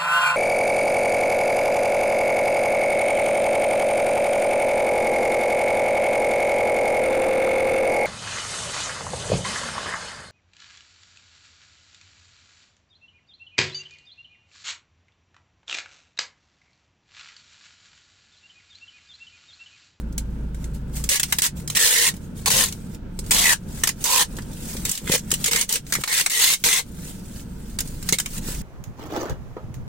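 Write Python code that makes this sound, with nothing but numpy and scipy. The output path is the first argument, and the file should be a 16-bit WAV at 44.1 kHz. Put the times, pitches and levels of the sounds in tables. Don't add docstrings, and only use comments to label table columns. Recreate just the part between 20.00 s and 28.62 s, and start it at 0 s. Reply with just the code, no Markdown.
import sys
import numpy as np
from scipy import signal
from scipy.fft import rfft, irfft, next_fast_len
from scipy.io import wavfile
from scipy.ndimage import map_coordinates

SR = 44100
rng = np.random.default_rng(int(sys.argv[2]) if len(sys.argv) > 2 else 0)


def generate_wav(sig):
    pcm = np.round(np.clip(np.atleast_2d(sig).T, -1, 1) * 32767).astype(np.int16)
    wavfile.write(sys.argv[1], SR, pcm)


N = 380141

# time_s, firing_rate_hz, first_order_db, second_order_db (re traffic level)
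ENGINE_ORDERS = [ (0, 27.4, -1, 4), (.5, 27.4, 0, 4), (1.05, 28.7, -2, 3), (1.3, 28.8, -8, -6),
                 (1.75, 30.4, -16, -7.5), (2.1, 31.8, -9, -19), (2.5, 34, -9, -23), (2.85, 32.3, -9.5, -24),
                 (3.2, 29.36, 1, -6), (3.5, 27.54, -8, -16), (3.85, 24.75, -6.5, -19), (7.2, 24.5, -8, -25),
                 (7.55, 23.7, -7, -0.5), (7.95, 24, 1, -8), (8.15, 25, -5, -22), (8.35, 25.23, 4.5, -22),
                 (8.62, 24.5, -3.5, 3.5)]
# time_s, pitch_hz, level_db (re traffic level)
RISING_HUM = [(.15, 128.2, -18), (.3, 128.7, -4.5), (.7, 136, -7), (1.05, 140.8, -2), (1.4, 140.8, -10),
              (1.76, 149.3, -4)]
# pitch_hz, level_db (re traffic level)
FAINT_HUMS = [(146, -16), (182, -13), (217, -17)]
# frequency_hz, relative_db_per_hz
RUMBLE_SPECTRUM = [(24, -27), (40, -3.5), (114, -7.5), (180, -3.5), (423, -21.5), (461, -19), (503, -22.5),
                   (807, -34.5), (880, -26.5), (1120, -37.5), (1390, -30.5), (1680, -34), (1800, -40.5),
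                   (2600, -42.5), (3380, -54), (5720, -120)]
# time_s, level_db
TRAFFIC_LEVEL = [(0, -35), (2.2, -35.5), (3.0, -36.5), (3.2, -34), (4.6, -34), (5.4, -35), (6, -35),
                 (6.9, -37.5), (7.9, -36), (8.62, -34.5)]
# start_s, length_s, depth_db
BACKGROUND_DIPS = [(1.12, .04, 13), (1.2, .2, 4), (1.42, .05, 9), (1.8, .22, 16), (3.47, .12, 5),
                   (3.88, .06, 5), (4.06, .15, 10), (4.94, .02, 15), (5.16, .02, 6), (5.47, .01, 6),
                   (5.6, .3, 7), (6.045, .05, 22), (6.1, .17, 15), (6.31, .13, 23), (6.44, .14, 12),
                   (6.7, .09, 11), (8.17, .12, 6)]
DIP_SINK_S, DIP_RETURN_S = .04, .09

# peak_s, peak_db, swell_s, fade_s (both times for 20 dB)
RUSTLE_STROKES = [(0, -52, .03, .045), (.3, -62, .6, .9), (.62, -51, .12, .2), (.745, -47, .03, .08),
                  (.9, -56, .1, .1), (.96, -31.5, .035, .1), (1.07, -41, .1, .03), (1.318, -36, .25, .02),
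                  (1.37, -38, .1, .03), (1.57, -40, .02, .1), (1.6, -40, .05, .03), (1.72, -38, .03, .06),
                  (2.15, -49, .06, .1), (2.24, -51, .2, .12), (2.37, -42.5, .025, .25), (2.7, -42, .05, .2),
                  (2.94, -51, .9, .04), (3.3, -39, .13, .03), (3.7, -46, .1, .3), (3.8, -35, .15, .1),
                  (3.86, -33, .05, .05), (4.03, -34.5, .07, .03), (4.32, -46, .1, .2), (4.38, -42, .08, .1),
                  (4.6, -40, .3, .3), (4.7, -34, .3, .55), (5.06, -36, .05, .05), (5.3, -41, .11, .05),
                  (5.43, -34, .13, .03), (5.645, -37, .03, .015), (5.685, -40, .015, .02),
                  (5.91, -36.5, .065, .02), (6.02, -34, .15, .03), (6.06, -33, .05, .05),
                  (6.25, -34, .1, .05), (6.63, -44, .3, .03), (7.08, -38, .25, .2), (7.4, -43, .5, .08),
                  (7.76, -49, .9, .1), (7.86, -42.5, .08, .8), (8.08, -37, .12, .05), (8.38, -31, .2, .02),
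                  (8.3, -40, .2, .2), (8.48, -30, .09, .25)]
# frequency_hz, relative_db_per_hz
RUB_SPECTRUM = [(1060, -8), (1800, -5), (2310, -5.5), (5280, -4), (8540, 1.5), (11800, -7.5), (15000, -3.5),
                (16000, -4.5), (16500, -35)]

# start_s, level_db, middle_lift_db (tones below about 2.6 kHz)
TAPE_JERKS = [(0.1246, -38.5, -36), (0.179, -15, -14), (0.5452, -37, 2), (0.6409, -30, -11),
              (1.039, -18, -8), (1.0899, -7, -13), (1.1573, -11, -16), (1.1967, -8.5, -2.5),
              (1.2311, -8.5, -2), (1.3239, -6, -1), (1.3848, -7, -4.5), (1.4192, -9, -15), (1.44, -13, -10),
              (1.6761, -17.5, -14), (1.7, -14.5, -8.5), (1.7554, -15.5, -6.5), (1.7694, -7.5, 1),
              (2.1385, -33, -8), (2.165, -34, -16), (2.4588, -9.5, 0), (2.5017, -11, 0), (2.6584, -19, -11),
              (2.7242, -23, -5), (2.9467, -33.5, -7), (3.1901, -19.5, -27), (3.262, -30.5, -20),
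              (3.3084, -7, -4.5), (3.8352, -5.5, -1), (3.8726, -7.5, -2.5), (3.8901, -11, -1.5),
              (4.0402, -7.5, -30), (4.0544, -13.5, -7.5), (4.3665, -27, -20), (4.3859, -31.5, 13),
              (4.4194, -32.5, -14), (4.7671, -24, -5), (4.8519, -10.5, -18), (4.8928, -11, -22),
              (4.9142, -10, -30), (4.951, -19, -20), (4.9751, -18.5, -13), (5.0754, -22, 4.5),
              (5.093, -17, -10), (5.1193, -11, -20), (5.178, -19, -12), (5.192, -25, -12),
              (5.3044, -19, -11), (5.3148, -7, -10.5), (5.3383, -9.5, -4.5), (5.4415, -9, -12),
              (5.4595, -10, -7.5), (5.511, -15, -5), (5.531, -11, 1), (5.5593, -10.5, 0),
              (5.6111, -7.5, -27), (5.692, -15, -11), (5.7254, -8.5, -29), (5.738, -12, -15),
              (5.7558, -12, 0), (5.8661, -31, -9), (5.9229, -10.5, 1.5), (5.9369, -10, -9),
              (5.9514, -11.5, 1.5), (6.0367, -14, 2), (6.0761, -17, 1), (6.1833, -16, -1),
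              (6.1974, -17, 3.5), (6.2617, -8, 3), (6.2976, -16.5, -4), (6.536, -10.5, -12),
              (6.6388, -8, -2), (6.6554, -17.5, -10), (7.7872, -13, -2), (7.8044, -14, -9),
              (7.8745, -28, -30), (8.0262, -25.5, -11), (8.0885, -9, -3), (8.1244, -7, -5.5),
              (8.1853, -10.5, -7), (8.1994, -11, -7.5), (8.2591, -18.5, 2), (8.3784, -26.5, -6),
              (8.5475, -34, 6)]
# frequency_hz, relative_db_per_hz
SNAP_SPECTRUM = [(350, -6), (600, -14), (1420, -5), (2090, 0), (2680, -5), (3790, -4.5), (4800, -6.5),
                 (7590, -1), (12200, -11), (15200, -9.5), (16500, -13)]
JERK_T60_S = .026

# start_s, length_s, first_level_db, last_level_db, first_pitch_hz, last_pitch_hz
# (of the taut tape), then ring_db, upper_drumming_db, lower_drumming_db (re the pull's level)
STEADY_PULLS = [(1.092, .046, -23, -16, 1950, 2090, -10, -32, -18),
                (1.14, .03, -23, -24, 2090, 2100, -6, -20, -32),
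                (1.42, .045, -19.5, -20, 1970, 1900, -14, -23, -30),
                (1.75, .025, -19, -16, 1880, 1880, -7, -33, -24),
                (1.79, .295, -16, -18, 1930, 1880, -11, -25, -22),
                (2.459, .026, -19, -18, 1940, 1900, -21, -14, -19),
                (2.502, .138, -17, -18, 1930, 1820, -14, -15, -20),
                (2.64, .045, -24.5, -30, 1940, 1940, -15, -22, -26),
                (3.309, .131, -17, -16.5, 1800, 2000, -19, -18, -23),
                (3.44, .09, -18, -17, 2150, 1600, -7.5, -18, -26),
                (4.045, .125, -24, -16.5, 2150, 2050, -16, -11, -21),
                (4.17, .052, -17, -17, 1600, 1800, -12, -10, -26),
                (4.85, .14, -28.5, -37, 2060, 2010, -17, -27, -25),
                (5.07, .045, -34, -27, 2000, 2040, -8, -20, -16),
                (5.115, .04, -20, -18, 2040, 2080, -12, -22, -15),
                (5.44, .045, -31, -21, 2090, 2180, -9, -21, -16),
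                (5.512, .115, -22, -25, 2080, 2170, -8, -19, -21),
                (5.69, .08, -26.5, -26.5, 2090, 2140, -14, -23, -19),
                (5.93, .03, -40, -33, 1960, 1930, 3, -23, -16),
                (6.076, .05, -28, -23, 2020, 2050, -4, -27, -27),
                (6.126, .085, -20, -19, 2050, 2080, -4.5, -30, -30),
                (6.298, .092, -23.5, -21.5, 2040, 1960, -8.5, -31, -27),
                (6.39, .05, -18, -15, 2020, 2070, -9, -28, -30),
                (6.44, .1, -16, -19, 2070, 2130, -12, -24, -28),
                (6.639, .155, -17, -20, 2180, 2130, -9, -15, -24),
                (8.126, .016, -15.5, -25, 2110, 2110, -8, -25, -20)]
# frequency_hz, relative_db_per_hz
PEEL_SPECTRUM = [(710, -21.5), (1200, -15.5), (1630, -8.5), (1880, -9.5), (2730, -3.5), (3750, -2.5),
                 (5100, -4.5), (6080, -1.5), (8550, 0), (11700, -8), (15300, -8), (16000, -10),
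                 (16500, -42)]
# centre_hz, width_hz, lift_db
FILM_LIFTS = [(3020, 170, 2.5), (3780, 430, 1.5), (4250, 160, 2.5), (6250, 140, 0.5), (7300, 330, -1)]
# upper_hz, lower_hz
DRUM_PITCHES = (963, 483)
RIP_DIES_DB_PER_S, RIP_TAIL_S = 1000, .04
TAPE_WANDER_HZ, RING_WANDER_DB = 40, 1.5

# time_s, peak_db
BOX_KNOCKS = [(3.189, -29), (4.384, -27), (4.751, -24), (5.016, -34), (5.04, -34), (5.097, -12.5),
              (5.139, -20), (5.327, -21.5), (5.985, -24), (8.124, -16), (8.485, -24)]
# centre_hz, width_hz, relative_db
BOX_MODES = [(160, 52, -0.5), (408, 127, -5.5), (520, 48, -6.5), (930, 160, -16.5)]

# frequency_hz, t60_s
CABIN_DECAY = [(300, 0.095), (2000, .085), (6000, 0.1), (15000, 0.069)]
# time_s, left_minus_right_db
HAND_POSITION = [(0, -4), (.15, 0), (2.45, 0), (2.62, 2.5), (3.12, -3), (3.55, 2.5), (4.08, -2.5),
                 (4.25, 0), (6.7, .5), (6.79, 4), (6.96, -.5), (8.62, -.5)]
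# frequency_hz, left_right_likeness (1 = the same)
PAIR_LIKENESS = [(40, 0.96), (90, 0.95), (180, 0.95), (350, 0.58), (700, 0.34), (1400, 0.16), (2800, 0.26),
                 (5600, 0.024)]
# frequency_hz, left_minus_right_db
PORT_BALANCE = [(700, -0.5), (2800, -1.5), (5600, -2.6), (9500, 2.5), (14000, -2)]
# frequency_hz, relative_db_per_hz
MIC_NOISE_SPECTRUM = [(1500, -12), (3000, 6), (8000, -5), (11000, -15), (16000, -4)]
TOP_HZ = 15900


def amp(db):
    return 10 ** (np.asarray(db) / 20)


def unit(x):
    return x / np.sqrt(np.mean(x ** 2) + 1e-20)


def along(points, hz):
    f, v = np.transpose(points)
    return np.interp(np.log(hz + 1), np.log(f + 1), v)


def curves(rows):
    s, *cols = np.transpose(rows)
    return [np.interp(np.arange(N) / SR, s, c) for c in cols]


def slowly(shape):
    t = np.arange(0, N / SR + .01, .001)
    return np.interp(np.arange(N) / SR, t, shape(t))


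def wobble(rate):
    knots = rng.standard_normal(int(N * rate / SR) + 4)
    return map_coordinates(knots, [np.arange(N) * rate / SR])


def filtered(x, response):
    m = next_fast_len(x.shape[-1] + 8192)
    spectrum = rfft(x, m) * response(np.fft.rfftfreq(m, 1 / SR))
    return irfft(spectrum, m)[..., :x.shape[-1]]


def coloured(x, spectrum):
    return filtered(x, lambda hz: amp(along(spectrum, hz)))


def tone(hz, db):
    phase = 2 * np.pi * np.cumsum(hz) / SR + 0.13 * wobble(7.1)
    return amp(db + .7 * wobble(12)) * np.sqrt(2) * np.cos(phase)


def band(hz, width_hz):
    lowpass = lambda f: 1 / (1 + (2 * f / width_hz) ** 2)
    slow = filtered(rng.standard_normal((2, len(hz))), lowpass)
    phase = 2 * np.pi * np.cumsum(hz) / SR
    return unit(slow[0] * np.cos(phase) + slow[1] * np.sin(phase))


def crackle(spread_db, count=N):
    size = np.minimum(rng.exponential(size=count), 5)
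    return unit(rng.standard_normal(count) * amp(spread_db * size))


def modes(table):
    def response(f):
        total = 0
        for k, (centre, width, db) in enumerate(table):
            resonance = 1j * f * width / (centre * centre - f * f + 1j * f * width)
            total = total + (-1) ** k * amp(db) * resonance
        return total
    return response


def alike(pair):
    def weights(hz):
        turn = np.arccos(np.clip(along(PAIR_LIKENESS, hz), 0, 1)) / 2
        return np.array([np.cos(turn), np.sin(turn)])
    both = np.array([pair[0] + pair[1], pair[0] - pair[1]]) / np.sqrt(2)
    mid, side = filtered(both, weights)
    return np.array([mid + side, mid - side])


def engine():
    hz, first_db, second_db = curves(ENGINE_ORDERS)
    t = np.arange(N) / SR
    hum_sounds = (t > RISING_HUM[0][0]) * (t < RISING_HUM[-1][0])
    rising = tone(*curves(RISING_HUM)) * hum_sounds
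    faint = sum(tone(f + .8 * wobble(1.5), db + 3 * wobble(1.2)) for f, db in FAINT_HUMS)
    return tone(hz, first_db) + tone(2 * hz, second_db) + rising + faint


def traffic():
    def dip(t, start, length, depth_db):
        corners = start + np.cumsum([-DIP_SINK_S, DIP_SINK_S, length, DIP_RETURN_S])
        return np.interp(t, corners, [0, depth_db, depth_db, 0])
    dip_db = slowly(lambda t: np.max([dip(t, *row) for row in BACKGROUND_DIPS], axis=0))
    firing_hz = curves(ENGINE_ORDERS)[0]
    throb = 1 + 0.14 * np.cos(2 * np.pi * np.cumsum(firing_hz) / SR)
    road = unit(alike(coloured(rng.standard_normal((2, N)), RUMBLE_SPECTRUM)))
    rumble = throb * amp(1.0 * wobble(14)) * road
    return amp(curves(TRAFFIC_LEVEL)[0] - dip_db) * (rumble + engine())


def hiss_floor(db=-62):
    response = lambda hz: amp(along(MIC_NOISE_SPECTRUM, hz)) * (hz > 800)
    return amp(db) * unit(filtered(rng.standard_normal((2, N)), response))


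def rustle():
    def loudest_stroke(t):
        strokes = [peak_db - 20 * np.maximum((s - t) / swell, (t - s) / fade)
                   for s, peak_db, swell, fade in RUSTLE_STROKES]
        return np.max(strokes, axis=0)
    uneven_db = .8 * wobble(25) + 1.5 * wobble(120)
    rubbing = unit(coloured(crackle(spread_db=3.0), RUB_SPECTRUM))
    return amp(slowly(loudest_stroke) + uneven_db) * rubbing


def jerks():
    out, t = np.zeros(N + SR), np.arange(2048) / SR
    fade = amp(-60 * t / JERK_T60_S)
    for s, db, middle_db in TAPE_JERKS:
        burst = crackle(spread_db=2.0, count=len(t)) * fade

        def colour(hz):
            middle_lift_db = middle_db / (1 + (hz / 2600) ** 4)
            bass_cut = hz ** 2 / (hz ** 2 + 420 ** 2)
            return amp(along(SNAP_SPECTRUM, hz) + middle_lift_db) * bass_cut
        opening_rms = np.linalg.norm(coloured(burst, SNAP_SPECTRUM)) / np.linalg.norm(fade)
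        out[round(s * SR):][:len(t)] += amp(db) * filtered(burst, colour) / opening_rms
    return out[:N]


def rips():
    hiss, rings = np.zeros((2, N + SR))

    def film(hz):
        lift_db = sum(db / (1 + (2 * (hz - c) / w) ** 2) for c, w, db in FILM_LIFTS)
        return amp(along(PEEL_SPECTRUM, hz) + lift_db)
    drift_hz, drift_db = TAPE_WANDER_HZ * wobble(14), RING_WANDER_DB * wobble(20)
    for s, length, first_db, last_db, first_hz, last_hz, ring_db, upper_db, lower_db in STEADY_PULLS:
        t = np.arange(0, length + RIP_TAIL_S, 1 / SR)
        here = slice(round(s * SR), round(s * SR) + len(t))
        pull_db = np.interp(t, [0, length], [first_db, last_db])
        level = amp(pull_db - RIP_DIES_DB_PER_S * np.maximum(t - length, 0))
        tape_hz = np.interp(t, [0, length], [first_hz, last_hz])
        slips = unit(filtered(crackle(spread_db=2.0, count=len(t)), film))
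        ring = amp(ring_db + drift_db[here]) * band(tape_hz + drift_hz[here], width_hz=370)
        upper = amp(upper_db) * band(np.full(len(t), DRUM_PITCHES[0]), width_hz=380)
        lower = amp(lower_db) * band(np.full(len(t), DRUM_PITCHES[1]), width_hz=150)
        hiss[here] += level * slips
        rings[here] += level * (ring + upper + lower)
    judder = amp(0.5 * wobble(55) + 1.8 * wobble(240))
    return hiss[:N] * judder, rings[:N] * judder


def knocks():
    blows = np.zeros(N)
    for s, db in BOX_KNOCKS:
        blows[round(s * SR)] = amp(db)
    box = lambda hz: modes(BOX_MODES)(hz) / (1 + 1j * hz / 900)
    single_peak = np.abs(filtered(signal.unit_impulse(2048), box)).max()
    return filtered(blows, box) / single_peak


def cabin(x, size, early_db=8, early_s=0.014):
    count = -(-N // size)
    hz, t, z = signal.stft(rng.standard_normal((2, 128, 3072)), SR, nperseg=128)
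    decay = amp(-60 * t / along(CABIN_DECAY, hz)[:, None])
    early = 1 + amp(early_db - 60 * t / early_s)
    tails = signal.istft(z * decay * early, SR, nperseg=128)[1]
    tails /= np.linalg.norm(tails, axis=2, keepdims=True)
    pieces = np.pad(x, (0, count * size - N)).reshape(1, count, size)
    choice = rng.integers(tails.shape[1], size=count)
    wet = signal.fftconvolve(pieces, tails[:, choice], axes=2)
    where = np.arange(count)[:, None] * size + np.arange(wet.shape[2])
    return np.array([np.bincount(where.ravel(), w.ravel())[:N] for w in wet])


def scene():
    background = traffic() + hiss_floor()
    small = rustle() + jerks()
    hiss, rings = rips()
    small = small + hiss
    tape = cabin(.75 * small, size=192) + cabin(.66 * small + rings, size=4096)
    pan_db, = curves(HAND_POSITION)
    return alike(tape) * amp([pan_db / 2, -pan_db / 2]) + knocks() + background


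def record(dry):
    ports = filtered(dry, lambda hz: amp(np.outer([.5, -.5], along(PORT_BALANCE, hz))))
    soft = ports / (1 + np.abs(ports / .75) ** 4) ** (1 / 4)
    offset = soft + .002
    return filtered(offset, lambda hz: hz < TOP_HZ)


dry = scene()
out = record(dry)
generate_wav(out)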